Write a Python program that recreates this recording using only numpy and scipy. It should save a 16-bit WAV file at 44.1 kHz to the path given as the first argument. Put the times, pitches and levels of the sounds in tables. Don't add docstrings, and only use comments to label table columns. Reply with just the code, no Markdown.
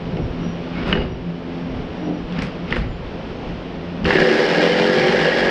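import sys
import numpy as np
from scipy import signal
from scipy.fft import rfft, irfft
from scipy.io import wavfile
from scipy.ndimage import uniform_filter1d

SR = 44100
rng = np.random.default_rng(int(sys.argv[2]) if len(sys.argv) > 2 else 0)


def transcribe(u):
    v = np.clip(np.atleast_2d(u).T, -1, 1)
    q = np.round(v * 32767).astype(np.int16)
    wavfile.write(sys.argv[1], SR, q)


N = 242550
T = np.arange(N) / SR
FFT_SIZE = 2 ** 18
HZ = np.fft.rfftfreq(FFT_SIZE, 1 / SR)
MOTOR_ON_S = 4.053


def amp(db):
    return 10 ** (np.asarray(db) / 20)


def unit(x):
    return x / np.sqrt(np.mean(x ** 2) + 1e-20)


def curve(rows, column=1):
    rows = np.array(rows, float)
    return np.interp(T, rows[:, 0], rows[:, column])


def swell(peak_s, rise_s, fall_s, roundness=1.35):
    return np.exp(-(abs(T - peak_s) / np.where(T < peak_s, rise_s, fall_s)) ** roundness)


def response(points, modes=(), hz=HZ):
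    point_hz, db = np.transpose(points)
    broad = np.interp(np.log(hz + 1), np.log(point_hz + 1), db)
    return broad + sum(boost / (1 + (2 * (hz - centre) / width) ** 2) for centre, width, boost in modes)


def colour(x, db):
    cepstrum = irfft(np.log(amp(np.maximum(db, -110))))
    cepstrum[1:FFT_SIZE // 2] *= 2
    cepstrum[FFT_SIZE // 2 + 1:] = 0
    return irfft(rfft(x, FFT_SIZE) * np.exp(rfft(cepstrum)))[:len(x)]


def noise():
    return rng.standard_normal(N)


def wander(rate_hz):
    return unit(irfft(rfft(noise(), FFT_SIZE) * np.exp(-(HZ / rate_hz) ** 2))[:N])


def add(mix, start_s, sound):
    part = mix[round(start_s * SR):][:len(sound)]
    part += sound[:len(part)]


def garage(x, wet_db, t60_s=0.53):
    t = np.arange(SR // 2) / SR
    taps = rng.choice([-1., 1.], len(t)) * (rng.random(len(t)) < .08) * (t > .004)
    hz, age, spectrum = signal.stft(taps, SR, nperseg=256)
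    decay = amp(-60 * age * (1 + hz[:, None] / 14000) / t60_s)
    tail = signal.istft(spectrum * decay, SR, nperseg=256)[1]
    return x + amp(wet_db) * signal.fftconvolve(x, tail / np.linalg.norm(tail))[:N]


# freq_hz, gain_db
AIR_EQ = [(40, -18.5), (90, -14), (160, -2.5), (240, -2.5), (350, -3.5), (500, -5), (750, -10.5),
          (1100, -16), (2000, -20.5), (3000, -21), (3900, -28.5), (5500, -34.5), (6300, -47), (8000, -58),
          (13000, -72.5)]
# harmonic, level_db
HUM_TONES = [(1, -46), (3, -36), (4, -43), (5, -46)]
# time_s, gain_db
HUM_RIDE = [(0, -5.5), (1.4, 5.5), (2.35, -6), (2.6, -5), (3.05, -13), (3.9, 0.5)]
# time_s, level_db
THROB_RIDE = [(0, -40), (.1, -31), (.33, -33.5), (.49, -23.5), (.56, -33), (.8, -29.5), (1.17, -36),
              (1.29, -22.5), (1.43, -39.5), (1.55, -29.5), (1.93, -40), (2.08, -26), (2.28, -37),
              (2.37, -27), (2.54, -49), (2.63, -31), (3.05, -45), (3.4, -47), (3.48, -32), (3.6, -39.5),
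              (3.98, -27.5), (4.3, -39)]


def fan(pitch_hz=86.13, air_db=-31):
    air = unit(colour(noise(), response(AIR_EQ))) * amp(air_db + .5 * wander(9.0))
    turns = np.cumsum(pitch_hz * (1 + 0.0029 * wander(3.4))) / SR
    hum = sum(amp(db + 2.5 * wander(3.6)) * np.sin(2 * np.pi * (round(k) * turns + rng.random()))
              for k, db in HUM_TONES)
    throb_gain = amp(curve(THROB_RIDE) + 1.7 * wander(12))
    throb = throb_gain * np.sin(4 * np.pi * turns + 0.67 * wander(12))
    return air + np.sqrt(2) * (hum * amp(curve(HUM_RIDE)) + throb)


# start_s, length_s, pitch_hz, level_db
WHISTLE_CUES = [(0.2, 0.06, 5600, -58), (0.4, 0.13, 5700, -57.5), (1.064, 0.12, 5620, -60),
                (1.58, .14, 5550, -65.5), (1.93, 0.26, 5700, -64), (2.857, 0.11, 7050, -72),
                (3.26, 0.36, 6370, -74)]


def whistles():
    out = np.zeros(N)
    for start_s, length_s, hz, db in WHISTLE_CUES:
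        n = int(length_s * SR)
        turns = np.cumsum(hz + 35 * wander(90)[:n]) / SR
        tone = np.sqrt(2) * np.sin(2 * np.pi * turns)
        add(out, start_s, amp(db) * tone * signal.windows.tukey(n, .6))
    return garage(out, wet_db=-0.5)


# pitch_hz, level_db, t60_s
SHOE_MODES = [(2914, -7, 0.17), (3130, -12.5, 0.08), (2700, -15, 0.065), (4760, -16, 0.2)]


def shoe_ring(t):
    attack = (1 - np.exp(-t / 0.0011)) ** 2
    return attack * sum(amp(db - 60 * t / t60) * np.sin(2 * np.pi * hz * t) for hz, db, t60 in SHOE_MODES)


# freq_hz, gain_db
SCRAPE_EQ = [(300, -26.5), (700, -4), (1300, 8.5), (1850, 4.5), (2400, 5), (3500, -2.5), (5300, -11.5),
             (6300, -32), (8000, -55), (13000, -68)]
# freq_hz, gain_db
GRIT_EQ = [(3000, -27), (6000, 7), (8000, 0.5), (10000, -3.5), (11000, -18.5), (14000, -23)]
# peak_s, rise_s, fall_s, scrape_db, ring_vs_scrape_db
SLIDE_CUES = [(.785, 0.08, 0.1, -36.5, -16), (0.935, 0.071, 0.12, -26, -15),
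              (2.42, 0.069, 0.063, -30.5, -17), (2.745, 0.049, 0.091, -29, -19)]
# peak_s, level_db
CRUNCH_CUES = [(.88, -61), (2.425, -52), (2.761, -56)]


def sliding(grain, grit_vs_scrape_db=-39.5, ring_lag_s=0.061):
    slide_env = sum(amp(db) * swell(s, rise, fall) for s, rise, fall, db, _ in SLIDE_CUES)
    ring_env = sum(amp(db + ring_db) * swell(s + ring_lag_s, rise, fall)
                   for s, rise, fall, db, ring_db in SLIDE_CUES)
    crunch_env = sum(amp(db) * swell(s, 0.0043, 0.028, roundness=1.1) for s, db in CRUNCH_CUES)
    scrape = unit(colour(grain, response(SCRAPE_EQ)))
    grit = unit(colour(grain, response(GRIT_EQ)))
    ring = unit(signal.fftconvolve(grain, shoe_ring(T[:SR // 2]))[:N])
    return slide_env * (scrape + amp(grit_vs_scrape_db) * grit) + ring_env * ring + crunch_env * grit


# freq_hz, gain_db
SHEET_EQ = [(30, -27.5), (110, -34.5), (150, -4.5), (300, -10), (480, -5), (650, -7.5), (900, -12.5),
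            (1200, -32), (2500, -44), (8000, -88.5)]
# pitch_hz, width_hz, relative_db
GROAN_MODES = [(169.6, 12.8, 6), (233.7, 44, 5.5)]
# freq_hz, gain_db
RUMBLE_EQ = [(12, -9.5), (35, 5.5), (60, 5), (100, -1), (140, 2), (220, -25), (600, -73)]
# peak_s, fade_s, groan_db, rub_db, rock_db
SWELL_CUES = [(0.19, 0.13, -29.5, -35, -25.5), (.46, 0.063, -27.5, -48, -55),
              (0.968, 0.11, -18.5, -20, -18), (1.75, 0.092, -35, -36, -31), (2.1, 0.07, -40, -26.5, -39),
              (2.215, 0.013, -41, -54, -28.5), (2.4, 0.044, -26.5, -31, -29.5),
              (2.79, 0.086, -24.5, -30, -21), (3.02, 0.027, -58, -45, -30.5), (3.19, 0.1, -51, -35.5, -42),
              (3.461, 0.063, -51, -37, -32.5), (4.05, 0.039, -22.5, -27.5, -30),
              (5.4, .25, -36, -38.5, -35)]


def groan_and_rumble(grain, resting_db=-41.5, rock_lag_s=0.031):
    groan = np.zeros(N)
    for hz, width_hz, db in GROAN_MODES:
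        gain = amp(db + 2 * wander(width_hz))
        pitch = hz + width_hz * wander(26.2) / 2
        groan += gain * np.sin(2 * np.pi * np.cumsum(pitch) / SR)
    groan = unit(groan)
    rub = unit(colour(grain, response(SHEET_EQ, modes=[(225, 140, 3.8), (368, 95, 7.9)])))
    rumble = unit(colour(noise(), response(RUMBLE_EQ)))
    out = amp(resting_db) * (groan + rumble)
    for peak_s, fade_s, groan_db, rub_db, rock_db in SWELL_CUES:
        out += swell(peak_s, fade_s, fade_s) * (amp(groan_db) * groan + amp(rub_db) * rub)
        out += swell(peak_s + rock_lag_s, fade_s, 1.2 * fade_s) * amp(rock_db) * rumble
    return out


# peak_s, fade_s, pitch_hz, level_db
JUDDER_CUES = [(0.782, 0.031, 2190, -37), (.957, 0.012, 2880, -27.5), (1.012, 0.024, 2870, -28.5),
               (2.102, 0.067, 302.5, -23), (2.441, .05, 194, -25)]


def judder(sag_per_s=.15, waver=0.012):
    out = np.zeros(N)
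    for peak_s, fade_s, hz, db in JUDDER_CUES:
        pitch = hz * (1 - sag_per_s * (T - peak_s) + waver * wander(50))
        tone = np.sqrt(2) * np.sin(2 * np.pi * np.cumsum(pitch) / SR)
        out += tone * amp(db) * swell(peak_s, fade_s, fade_s)
    return out


# freq_hz, gain_db
STEEL_EQ = [(100, -11), (700, -4.5), (1200, -3), (1550, -1.5), (2150, 0.5), (2500, -7.5), (3200, -4.5),
            (3700, -8.5), (5200, -10), (6200, -25), (7500, -31.5), (9700, -42), (10800, -48), (13000, -52)]
# centre_hz, width_hz, boost_db
SHEET_PEAKS = [(170.4, 24, 6.6), (227.4, 18, 10.2), (301.6, 14.6, 13.1), (317.6, 13, 8.2),
               (370.5, 4.6, 20.7), (397.4, 15, 10), (414, 17, 8.7), (481.6, 22, 7.2), (501.7, 18, 12.2),
               (564, 18, 9.8), (608, 4.2, 5.5), (785, 8.9, 11.3)]
# start_s, clack_db, thud_db, tilt_db_per_octave, clack_centre_hz
KNOCK_CUES = [(.169, -33.5, -30, 2, 2160), (.186, -45, -24.5, -11, 1200), (.9268, -10, -24, -10.5, 2910),
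              (.9285, -11, -18, -10, 1640), (.952, -16, -15.5, -10, 1490), (.9737, -20, -26, -9, 1600),
              (2.323, -37, -40, 8, 3470), (2.389, -28, -29, 8, 1850), (2.4206, -24.5, -28, 8.5, 2270),
              (2.467, -36, -33, 9, 2000), (2.707, -32.5, -27, 8, 3300), (2.7243, -14, -33, -7.5, 1920),
              (2.7255, -25, -34, -1, 3020), (2.7595, -25.5, -25.5, 1, 2400), (2.7656, -20, -26, -8, 1500),
              (2.7704, -31, -31.5, -1, 2200), (4.044, -28, -35, 8, 3500)]


def knocks(cues, clack_s=0.0036, thud_s=0.0087, ring_db=-10, rise_s=0.00042, focus_db=12):
    t, out = np.arange(2 ** 15) / SR, np.zeros(N)
    hz, click = np.fft.rfftfreq(len(t), 1 / SR), signal.unit_impulse(len(t))
    steel = rfft(colour(click, response(STEEL_EQ, modes=[(1810, 160, 5.7), (2780, 620, 15.2)])))
    wood = rfft(colour(click, response(SHEET_EQ, SHEET_PEAKS) - 11.4 * np.log2(HZ / 300 + 1)))
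    contact = (1 - np.exp(-(t / rise_s) ** 2)) * (1 - t / t[-1])
    octaves = np.log2(np.minimum(hz, 7000) / 2000 + .5)
    for start_s, clack_db, thud_db, tilt, centre_hz in cues:
        chatter, push = rng.standard_normal((2, len(t)))
        focus = focus_db / (1 + ((hz - centre_hz) / 230) ** 2)
        clack = irfft(rfft(chatter * np.exp(-t / clack_s)) * steel * amp(tilt * octaves + focus))
        clack /= np.std(clack[:SR // 200])
        thud = irfft(rfft(push * np.exp(-t / thud_s)) * wood)
        thud /= np.std(thud[:SR // 50])
        ring = amp(ring_db + np.interp(SHOE_MODES[0][0], hz, focus) - focus_db) * shoe_ring(t)
        add(out, start_s, contact * (amp(clack_db) * (clack + ring) + amp(thud_db) * thud))
    return garage(out, wet_db=-10.5)


# pitch_hz, level_db
HEAVE_TONES = [(41, -25), (76, -19), (168, -13)]
# start_s, clack_db, thud_db, tilt_db_per_octave, clack_centre_hz
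KICK_CUES = [(4.0515, -16, -22, -9.5, 1870), (4.056, -18, -26.5, 3.5, 4400), (4.068, -14, -18, -12.5, 2900),
             (4.089, -13, -13, -7, 2010), (4.1052, -1.5, -21, -9, 1830), (4.1266, -5.5, -10.5, -10.5, 1950),
             (4.1539, -8, -8, -5, 1920), (4.1655, -7, -11, -4, 2060), (4.185, -4.5, -13, -11, 1690),
             (4.2, -12, -16, -19, 1680), (4.2191, -5.5, -8.5, -8, 1680), (4.2497, -7, -11.5, -10, 1680),
             (4.2887, -9, -12.5, 1, 1690), (4.3068, -21, -21, -7, 1640)]


def kicks():
    sway = sum(amp(db) * np.sin(2 * np.pi * (hz * T + rng.random())) for hz, db in HEAVE_TONES)
    heave = np.sqrt(2) * sway * swell(peak_s=4.086, rise_s=0.036, fall_s=0.0091)
    return heave + knocks(KICK_CUES, clack_s=0.0094, ring_db=-15.0, rise_s=0.00092, focus_db=8.5)


def harmonics(stroke_hz, turns, body, modes, last, flutter_db, first=1):
    on, out, waver = T > MOTOR_ON_S, np.zeros(N), wander(25)
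    t, coarse_hz = T[on], stroke_hz[on][::64]
    for k in range(first, last + 1):
        gain = np.interp(t, t[::64], amp(response(body, modes, k * coarse_hz)))
        flutter = amp(flutter_db * np.roll(waver, rng.integers(N))[on])
        out[on] += gain * flutter * np.cos(2 * np.pi * (k * turns[on] + rng.random()))
    return out / np.sqrt(abs(uniform_filter1d(out ** 2, size=4000)) + 1e-9)


# freq_hz, gain_db
GEAR_EQ = [(1200, -28), (1520, -22.5), (1620, -12), (1720, -10.5), (1765, -31), (1860, -8.5), (1950, -17),
           (2150, -30)]
# centre_hz, width_hz, gain_db
GEAR_MODES = [(1680, 37, 9), (1950, 34, -10.5)]


def gear_whine(stroke_hz, turns):
    return harmonics(stroke_hz, turns, GEAR_EQ, GEAR_MODES, first=30, last=58, flutter_db=1.5)


# centre_hz, half_width_hz
SHEET_BANDS = [(130, 100), (370, 30), (505, 50)]
# time_s, flap_db, boom_db, growl_db
FLEX_RIDE = [(4.05, 3, -5, -3), (4.15, -3, 5.5, -7.5), (4.27, -3, 5, 4), (4.33, -12, 5, -0.5),
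             (4.43, -2, -0.5, 1.5), (4.52, -0.5, -1, -0.5), (4.7, 1, -3.5, 3.5), (4.88, 1.5, 0, -1.5),
             (5.02, 5, 4.5, 1.5), (5.18, 3, -2, 0), (5.28, -0.5, -5.5, 4), (5.4, -1, -7.5, 1),
             (5.5, 2, 0, -2)]


def flexing(x):
    spectrum, out = rfft(x, FFT_SIZE), x
    for column, (centre, width) in enumerate(SHEET_BANDS, start=1):
        band = irfft(spectrum * np.exp(-((HZ - centre) / width) ** 4))[:N]
        out = out + band * (amp(curve(FLEX_RIDE, column)) - 1)
    return out


def shaking(stroke_hz, turns, evenness, slip_turns=0.0044, sway_db=1.5):
    slipping = turns + slip_turns * wander(33)
    drone = harmonics(stroke_hz, slipping, SHEET_EQ, SHEET_PEAKS, last=28, flutter_db=1.0)
    drone *= amp(sway_db * wander(35))
    buffets = noise() * (1 + 0.76 * np.cos(4 * np.pi * turns))
    drumming = unit(colour(buffets, response(SHEET_EQ, SHEET_PEAKS)))
    return flexing(np.sqrt(evenness) * drone + np.sqrt(1 - evenness) * drumming)


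# centre_hz, width_hz, boost_db
STEEL_PEAKS = [(1560, 70, 1.6), (1655, 44, 9.3), (1900, 33, 5.1), (2400, 170, 2.4), (2840, 82, 5.8)]


def blade(stroke_hz, turns, evenness, play_turns=0.0029):
    loose = turns + play_turns * wander(63)
    buzz = harmonics(stroke_hz, loose, STEEL_EQ, STEEL_PEAKS, last=72, flutter_db=7.0)
    bite = .9 + np.exp(-(2 * turns % 1) / .25)
    fibres = noise() * bite * amp(0.9 * wander(360) + 1.1 * wander(30))
    bright_steel = response(STEEL_EQ, STEEL_PEAKS) + 2.0 * np.log2(HZ / 2000 + .5)
    rasp = unit(garage(colour(fibres, bright_steel), wet_db=-9.0))
    buzz_share = amp(-6) * evenness
    return np.sqrt(buzz_share) * buzz + np.sqrt(1 - buzz_share) * rasp


# time_s, stroke_hz
RUN_UP = [(4.05, 19.7), (4.15, 30.3), (4.25, 35.5), (4.33, 37.3), (4.4, 40.3), (4.484, 41.8), (4.634, 44),
          (4.732, 44.1), (4.798, 44.8), (4.886, 45.7), (5.0, 46.1), (5.2, 46.35), (5.3, 46.4), (5.5, 46.55)]
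# time_s, share_0_to_1
EVENNESS = [(4.05, 0.37), (4.35, 0.41), (4.65, 0.53), (5.1, 0.52), (5.5, 0.7)]
# time_s, sheet_db, blade_db, gears_db
CUT_MIX = [(4.05, -15.5, -17, -30), (4.2, -6.5, -10, -13), (4.3, -4.5, -9.5, -18.5), (4.37, -6, -8.5, -25),
           (4.75, -5.5, -10, -22.5), (4.97, -7.5, -10.5, -19.5), (5.1, -6, -10, -19),
           (5.25, -4.5, -10, -16), (5.5, -9.5, -13, -15.5)]


def jigsaw(fade_in_s=0.03):
    stroke_hz = (T >= MOTOR_ON_S) * curve(RUN_UP) * (1 + 0.0013 * wander(25.4))
    turns, evenness = np.cumsum(stroke_hz) / SR, curve(EVENNESS)
    running = np.clip((T - MOTOR_ON_S) / fade_in_s, 0, 1)
    sheet = shaking(stroke_hz, turns, evenness) * amp(curve(CUT_MIX, column=1))
    steel = blade(stroke_hz, turns, evenness) * amp(curve(CUT_MIX, column=2))
    gears = gear_whine(stroke_hz, turns) * amp(curve(CUT_MIX, column=3))
    return running * (sheet + steel + gears)


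def scene():
    grain = noise() * amp(1.6 * wander(390))
    foley = sliding(grain) + groan_and_rumble(grain) + judder() + knocks(KNOCK_CUES)
    sawing = jigsaw() + kicks()
    return (fan() + whistles() + foley + sawing)[None]


def record(dry, threshold_db=-21, squeeze=0.57, sense_s=0.013, release_db_per_s=14.0, cutoff_hz=14000):
    pole = np.exp(-1 / (sense_s * SR))
    power_db = 10 * np.log10(signal.lfilter([1 - pole], [1, -pole], dry[0] ** 2) + 1e-12)
    release = release_db_per_s * T
    held_db = np.maximum.accumulate(power_db + release) - release
    ducked = dry * amp(-squeeze * np.maximum(held_db - threshold_db, 0))
    lowpass = signal.firwin(255, cutoff_hz, window=("kaiser", 8), fs=SR)
    return signal.oaconvolve(ducked, lowpass[None], "same")


dry = scene()
out = record(dry)
transcribe(out)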